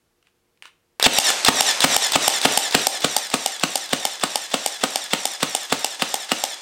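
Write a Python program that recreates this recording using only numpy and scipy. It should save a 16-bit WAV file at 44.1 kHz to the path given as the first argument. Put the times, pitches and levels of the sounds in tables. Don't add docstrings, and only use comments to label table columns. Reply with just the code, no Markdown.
import sys
import numpy as np
from scipy import signal
from scipy.fft import rfft, irfft
from scipy.io import wavfile
from scipy.ndimage import uniform_filter1d

SR = 44100
rng = np.random.default_rng(int(sys.argv[2]) if len(sys.argv) > 2 else 0)


def int16_out(signal):
    q = np.round(np.clip(np.atleast_2d(signal).T, -1, 1) * 32767)
    wavfile.write(sys.argv[1], SR, q.astype(np.int16))


N = 291501

# (frequency [Hz], level [dB])
AIR_COLOUR = [(15, -48.5), (25, -6), (58, -17), (92, -9.5), (111, -13), (309, -16), (363, -7), (394, -20),
              (476, -8.5), (516, -19), (591, -19.5), (11900, -32), (16000, -36)]
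ECHO_COLOUR = [(60, -6), (220, -12.5), (400, -8.5), (800, -11), (2500, -8.5), (7000, -12), (14000, -10)]
# (frequency [Hz], fade time [s])
ECHO_FADE = [(100, .2), (250, .27), (500, .33), (2000, .34), (6000, .3), (15000, .22)]
# (time [s], length [s], level [dB])
RUBS = [(0.246, 0.042, -89), (0.632, 0.046, -69), (1.007, 0.026, -46)]
# (time [s], level [dB])
GRIP_CLICKS = [(0.2265, -74.5), (.2702, -74), (.574, -79), (0.6236, -54), (0.6336, -66), (.6555, -53.5)]
NOSE_BUMPS = [(.998, -35.5), (1.3027, -27)]
# (frequency [Hz], level [dB])
HANDLING_COLOUR = [(100, -22), (450, -11), (800, -1.5), (1400, 6), (2800, 7), (4300, -1), (6500, -10),
                   (8800, -5.5), (11500, -20), (16000, -20)]
NOSE_COLOUR = [(150, -18), (700, 7.5), (1700, 2), (3200, 6), (6000, -2), (8700, 0), (10500, -11),
               (12800, -3), (16000, -17)]
# (time after the blow [s], level [dB])
GEAR_TICKS = [(0.014, -36), (0.133, -23.5), (0.1403, -27)]
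PIN_TICKS = [(0.0682, -32.5), (0.0817, -35.5), (0.0993, -38), (.183, -34), (.2025, -34), (0.2238, -36.5)]
# (frequency [Hz], level [dB])
TIP_COLOUR = [(100, -15), (700, -1), (2200, -9.5), (3600, 5), (5200, 1), (6800, -12), (8400, 3.5),
              (10000, -11), (16000, -13.5)]
SLACK_COLOUR = [(100, -22), (450, 1), (750, 13), (1400, 4.5), (3000, 12.5), (5500, 11), (9000, -6.5),
                (12000, -20), (16000, -4)]
TICK_COLOUR = [(200, -35), (1000, -5.5), (2500, -0.5), (4500, 3), (6200, 7), (8400, 0), (10000, -2),
               (13000, -18.5), (16000, -27)]
PIN_COLOUR = [(300, -15), (3000, -6), (6500, -3), (8400, 7), (9800, 0), (11000, -10), (13000, 0.5),
              (16000, -14.5)]
# (time after the blow [s], length [s], speed the shaft sags towards [Hz], sag time [s])
STROKES = [(.025, .094, 348, .045), (.154, .073, 318, .037)]
# (multiple of the shaft speed, level [dB])
GEAR_TONES = [(2, -22), (5, 4), (6, 2.5), (9, -3.5), (10, 1.5), (12, 0), (15, 5), (20, -3.5), (25, -3)]
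# (frequency [Hz], level [dB])
HISS_COLOUR = [(60, -38), (150, -16), (330, -6), (480, -2), (780, 3), (1100, 0), (2000, 1.5), (3400, -1),
               (5200, 1), (7000, -1.5), (8800, -5), (10200, -13.5), (13000, -18), (16000, -58)]
WHINE_COLOUR = [(600, -24), (1750, -3.5), (2200, -12), (3000, -1), (3900, 4.5), (4600, -8.5), (5700, 2),
                (6600, -2), (7400, 10), (8200, 0.5), (9500, -1.5), (12000, -22)]
# (frequency [Hz], sharpness [Q], level [dB])
CASE_RINGS = [(2710, 40, -10), (2980, 16, -19), (3495, 41, -3)]
# (frequency [Hz], level against the hit [dB], fade time [s])
HOUSING_RINGS = [(244, -20, 0.04), (550, -1.5, 0.013), (808, 0.5, 0.026), (810, -27, 0.074)]
BOARD_RINGS = [(152, -15.5, 0.06), (207, -10, 0.055), (263, -8.5, 0.073), (325, -11, 0.046),
               (443.5, -8, 0.034), (536, -9, 0.057), (724, -7, 0.044), (913, -10.5, 0.041),
               (1107, -14.5, 0.047), (1251, -11, 0.043), (1453, -14, 0.054), (1498, -14.5, 0.051)]
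# (frequency [Hz], level [dB])
LATCH_COLOUR = [(60, -68.5), (500, 2.5), (1200, -18.5), (2000, -9.5), (2800, 5), (3800, 0), (5000, 4.5),
                (6400, -7), (7500, -1), (8900, 5), (10000, -11), (11800, -9.5), (14000, -8), (16000, -22.5)]
BLOW_COLOUR = [(40, -86), (150, -16), (400, 2), (1000, 2.5), (1600, 1.5), (3000, 3), (4500, 1),
               (6500, -7.5), (8200, 1), (9800, -10.5), (12500, -15), (16000, -15.5)]
# (time of the blow [s], blow level [dB], latch level [dB], tip level [dB])
SHOTS = [(1.0661, -8.5, -12, -26), (1.4878, -8, -11.5, -22.5), (1.8446, -8.5, -13, -23.5),
         (2.1596, -10, -10.5, -23.5), (2.4545, -7.5, -7.5, -26.5), (2.7493, -6.5, -4.5, -26.5),
         (3.045, -11, -10.5, -27.5), (3.3404, -9, -10.5, -25), (3.636, -8.5, -11.5, -26.5),
         (3.9317, -9.5, -9.5, -29), (4.2366, -9.5, -12, -31), (4.5412, -10, -12, -31),
         (4.8377, -8.5, -12, -34), (5.1340, -8.5, -11, -38), (5.4296, -8.5, -11.5, -45),
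         (5.7251, -8.5, -11.5, -39), (6.0215, -10.5, -11.5, -42), (6.3180, -9.5, -11, -46)]

# (rise time [s], hold time [s], fade time [s])
KNOCK_FORCE, CLICK_FORCE = (.0005, .00074, .015), (.00033, .0005, .02)
LATCH_FORCE, BLOW_FORCE = (.00037, .0015, .012), (.0007, .00025, .023)
SHUDDER_FORCE = (.002, .002, .097)
TIP_BEFORE_S, START_BEFORE_S, LATCH_AFTER_S, STOP_AFTER_S = .0395, .025, .1201, .226
MOTOR_DB = -37.5


def from_db(db):
    return 10 ** (np.asarray(db) / 20)


def rms_one(x):
    return x / np.sqrt(np.mean(x ** 2) + 1e-20)


def at_hz(points, hz):
    f, value = np.transpose(points)
    return np.interp(np.log(np.maximum(hz, 1)), np.log(f), value)


def add(out, s, sound):
    start = int(round(s * SR))
    part = sound[:max(len(out) - start, 0)]
    out[start:start + len(part)] += part


def envelope(t, rise_s, hold_s, fade_s):
    return np.clip(1 + t / rise_s, 0, 1) * np.exp(-np.log(1000) * np.maximum(t - hold_s, 0) / fade_s)


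def drift(rate_hz):
    smooth = signal.butter(2, rate_hz, fs=SR, output="sos")
    return rms_one(signal.sosfilt(smooth, rng.standard_normal(N)))


def coloured(x, colour, size=4096):
    gains = rms_one(from_db(at_hz(colour, np.fft.rfftfreq(size, 1 / SR))))
    cepstrum = irfft(np.log(gains))
    cepstrum[1:size // 2] *= 2
    cepstrum[size // 2 + 1:] = 0
    return signal.oaconvolve(x, irfft(np.exp(rfft(cepstrum))))[:N]


def clatter(times, levels_db, force, colour, alike=0.26):
    common, *own = rng.standard_normal(size=(len(times) + 1, 4096))
    t = np.arange(len(common)) / SR - force[0]
    out, push = np.zeros(N), envelope(t, *force)
    for s, db, noise in zip(times, levels_db, own):
        chatter = np.sqrt(alike) * common + np.sqrt(1 - alike) * noise
        add(out, s + t[0], from_db(db) * push * chatter)
    return coloured(out, colour)


def struck(times, levels_db, rings, vary_db, detune=.012):
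    out, t = np.zeros(N), np.arange(SR // 5) / SR
    hz, ring_db, fade_s = np.transpose(rings)[:, :, None]
    signs = (-1) ** np.arange(len(rings))[:, None]
    for s, db in zip(times, levels_db):
        strength, shift = rng.standard_normal((2, len(rings), 1))
        gains = from_db(db + ring_db + vary_db * strength - 60 * t / fade_s)
        tones = np.sin(2 * np.pi * hz * (1 + detune * shift) * t)
        add(out, s, np.sum(signs * gains * tones, axis=0))
    return out


def still_air(level_db=-88):
    return from_db(level_db) * coloured(rng.standard_normal(N), AIR_COLOUR)


def workshop(x, first_echo_s=0.0096):
    t = np.arange(SR // 2) / SR
    edges = np.geomspace(40, 18000, num=13)
    white, tail = rng.standard_normal((2, len(t))), 0
    for k, (low, high) in enumerate(zip(edges, edges[1:])):
        hz = np.sqrt(low * high)
        fade = np.exp(-np.log(1000) * t / at_hz(ECHO_FADE, hz)) * (t > first_echo_s)
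        band = signal.sosfilt(signal.butter(2, [low, high], "band", fs=SR, output="sos"), white[k % 2])
        band_share = np.sqrt(2 * (high - low) / SR / len(t))
        tail = tail + from_db(at_hz(ECHO_COLOUR, hz)) * rms_one(band * fade) * band_share
    return x + signal.oaconvolve(x, tail)[:N]


def handling(grain_db=4):
    t = np.arange(N) / SR
    pressure = sum(from_db(db) * envelope(t - s, .004, length_s, fade_s=.09) for s, length_s, db in RUBS)
    rub = pressure * rms_one(rng.standard_normal(N) * from_db(grain_db * drift(400)))
    grip = clatter(*np.transpose(GRIP_CLICKS), KNOCK_FORCE, HANDLING_COLOUR, alike=0.074)
    nose = clatter(*np.transpose(NOSE_BUMPS), KNOCK_FORCE, NOSE_COLOUR)
    return coloured(rub, HANDLING_COLOUR) + grip + nose


def rattle(times, rattle_db=-42, spread_db=4, count=14):
    when = times[:, None] + rng.uniform(0, STOP_AFTER_S, (len(times), count))
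    levels_db = rattle_db + spread_db * np.clip(rng.standard_normal(when.shape), -2, 2)
    return clatter(when.ravel(), levels_db.ravel(), CLICK_FORCE, TICK_COLOUR, alike=0.07)


def ticks(times, pattern, colour, vary_s=.0005, vary_db=2):
    after, tick_db = np.transpose(pattern)
    late, louder = rng.standard_normal((2, len(times), len(after)))
    when = times[:, None] + after + vary_s * late
    levels_db = tick_db + vary_db * louder
    return clatter(when.ravel(), levels_db.ravel(), KNOCK_FORCE, colour)


def clicks(times, tip_db, slack_db=-29):
    tip = clatter(times - TIP_BEFORE_S, tip_db, CLICK_FORCE, TIP_COLOUR)
    slack = clatter(times - START_BEFORE_S, np.full(len(times), slack_db), CLICK_FORCE, SLACK_COLOUR)
    return tip + slack + ticks(times, GEAR_TICKS, TICK_COLOUR) + ticks(times, PIN_TICKS, PIN_COLOUR)


def gear_case(times, hiss_level, running_db=-10, rasp_db=4.5, rise_s=.011):
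    t = np.arange(SR // 10) / SR - rise_s
    rasp = from_db(MOTOR_DB + rasp_db) * envelope(t, rise_s, hold_s=.0071, fade_s=.025)
    shaking = from_db(running_db) * hiss_level
    for s in times - START_BEFORE_S:
        add(shaking, s, rasp)
    ringing = 0
    for hz, q, db in CASE_RINGS:
        ring = signal.lfilter(*signal.iirpeak(hz, q, fs=SR), rng.standard_normal(N))
        ringing = ringing + from_db(db) * rms_one(ring)
    return shaking * ringing


def winding(t, start_hz=310, free_hz=440, stroke_whine_db=(-10, -7), rise_s=.028):
    shaft_hz = np.interp(t, [-START_BEFORE_S, STROKES[0][0]], [start_hz, free_hz])
    load, whining = 0, 0
    for (start_s, length_s, loaded_hz, sag_s), whine_db in zip(STROKES, stroke_whine_db):
        since = np.maximum(t - start_s, 0)
        held = envelope(t - start_s - rise_s, rise_s, length_s - rise_s, fade_s=.05)
        squeeze = 1 - np.exp(-since / sag_s)
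        shaft_hz = np.where(since > 0, free_hz + (loaded_hz - free_hz) * squeeze, shaft_hz)
        load = load + held
        whining = whining + from_db(whine_db) * held
    return shaft_hz, load, whining


def motor(times, rise_s=.006, load_db=1, coast_db=-2, free_whine_db=-12, waver_db=3, grain_db=2):
    t = np.arange(SR // 2) / SR - START_BEFORE_S - rise_s
    shaft_hz, load, whining = winding(t)
    powered = envelope(t + START_BEFORE_S, rise_s, START_BEFORE_S + STOP_AFTER_S, fade_s=.074)
    coasting = from_db(coast_db) * envelope(t - STOP_AFTER_S, rise_s, hold_s=0, fade_s=1.54)
    hiss_shape = from_db(MOTOR_DB + load_db * load) * np.maximum(powered, coasting)
    whine_shape = from_db(MOTOR_DB) * np.maximum(whining, from_db(free_whine_db) * powered)
    hiss_level, whine = np.zeros(N), np.zeros(N)
    wobble, waver = drift(290), drift(110)
    for s in times:
        add(hiss_level, s + t[0], hiss_shape)
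        offsets = rng.integers(0, N - SR, len(GEAR_TONES) + 1)
        rested = np.exp(-(s - times[0]))
        speed_hz = shaft_hz * (1 + .03 * rested + .0044 * wobble[offsets[-1]:][:len(t)])
        angle = 2 * np.pi * np.cumsum(speed_hz) / SR
        for (multiple, tone_db), offset in zip(GEAR_TONES, offsets):
            level_db = tone_db + .5 * rested + at_hz(WHINE_COLOUR, multiple * speed_hz)
            level_db += waver_db * waver[offset:][:len(t)]
            tone = np.sqrt(2) * np.sin(multiple * angle + offset)
            add(whine, s + t[0], whine_shape * from_db(level_db) * tone)
    teeth = rms_one(rng.standard_normal(N) * from_db(grain_db * drift(780)))
    return coloured(teeth * hiss_level, HISS_COLOUR) + whine + gear_case(times, hiss_level)


def latches(times, levels_db):
    snap = clatter(times, levels_db, LATCH_FORCE, LATCH_COLOUR, alike=0.67)
    return snap + struck(times - .0003, levels_db, HOUSING_RINGS, vary_db=.5)


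def blows(times, levels_db, slide_before_s=.0045, thump_before_s=.002726, slide_db=-13, shudder_db=-18):
    slide = clatter(times - slide_before_s, levels_db + slide_db, BLOW_FORCE, BLOW_COLOUR)
    crack = clatter(times, levels_db, BLOW_FORCE, BLOW_COLOUR, alike=0.38)
    shudder = clatter(times, levels_db + shudder_db, SHUDDER_FORCE, BLOW_COLOUR)
    thump = struck(times - thump_before_s, levels_db, BOARD_RINGS, vary_db=1.5)
    return slide + crack + shudder + thump


def scene(low_cut_hz=100):
    times, blow_db, latch_db, tip_db = np.transpose(SHOTS)
    hits = blows(times, blow_db) + latches(times + LATCH_AFTER_S, latch_db) + clicks(times, tip_db)
    running = motor(times) + rattle(times)
    low_cut = signal.butter(2, low_cut_hz, "high", fs=SR, output="sos")
    nailer = signal.sosfilt(low_cut, hits + running + handling())
    return (still_air() + workshop(nailer))[None]


def excess_db(x, limit_db, release_db_per_s):
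    ramp = release_db_per_s * np.arange(N) / SR
    over = np.maximum(20 * np.log10(np.abs(x) + 1e-9) - limit_db, 0)
    return np.maximum.accumulate(over + ramp) - ramp


def record(dry, boost_db=19, back_off_db_per_s=9, lopsided=0.36, ceiling=0.85, cutoff_hz=15900):
    too_loud = excess_db(dry[0], limit_db=-16, release_db_per_s=100) > 0
    cut_db = back_off_db_per_s * np.cumsum(too_loud) / SR
    x = dry[0] * from_db(np.maximum(boost_db - cut_db, 0))
    x = x - lopsided * np.maximum(x - 1, 0)
    duck_db = uniform_filter1d(excess_db(x, limit_db=0, release_db_per_s=132), size=32)
    x = x * from_db(-duck_db)
    x = x / (1 + (x / ceiling) ** 6) ** (1 / 6)
    return signal.sosfilt(signal.ellip(12, .1, 80, cutoff_hz, fs=SR, output="sos"), x)[None]


dry = scene()
out = record(dry)
int16_out(out)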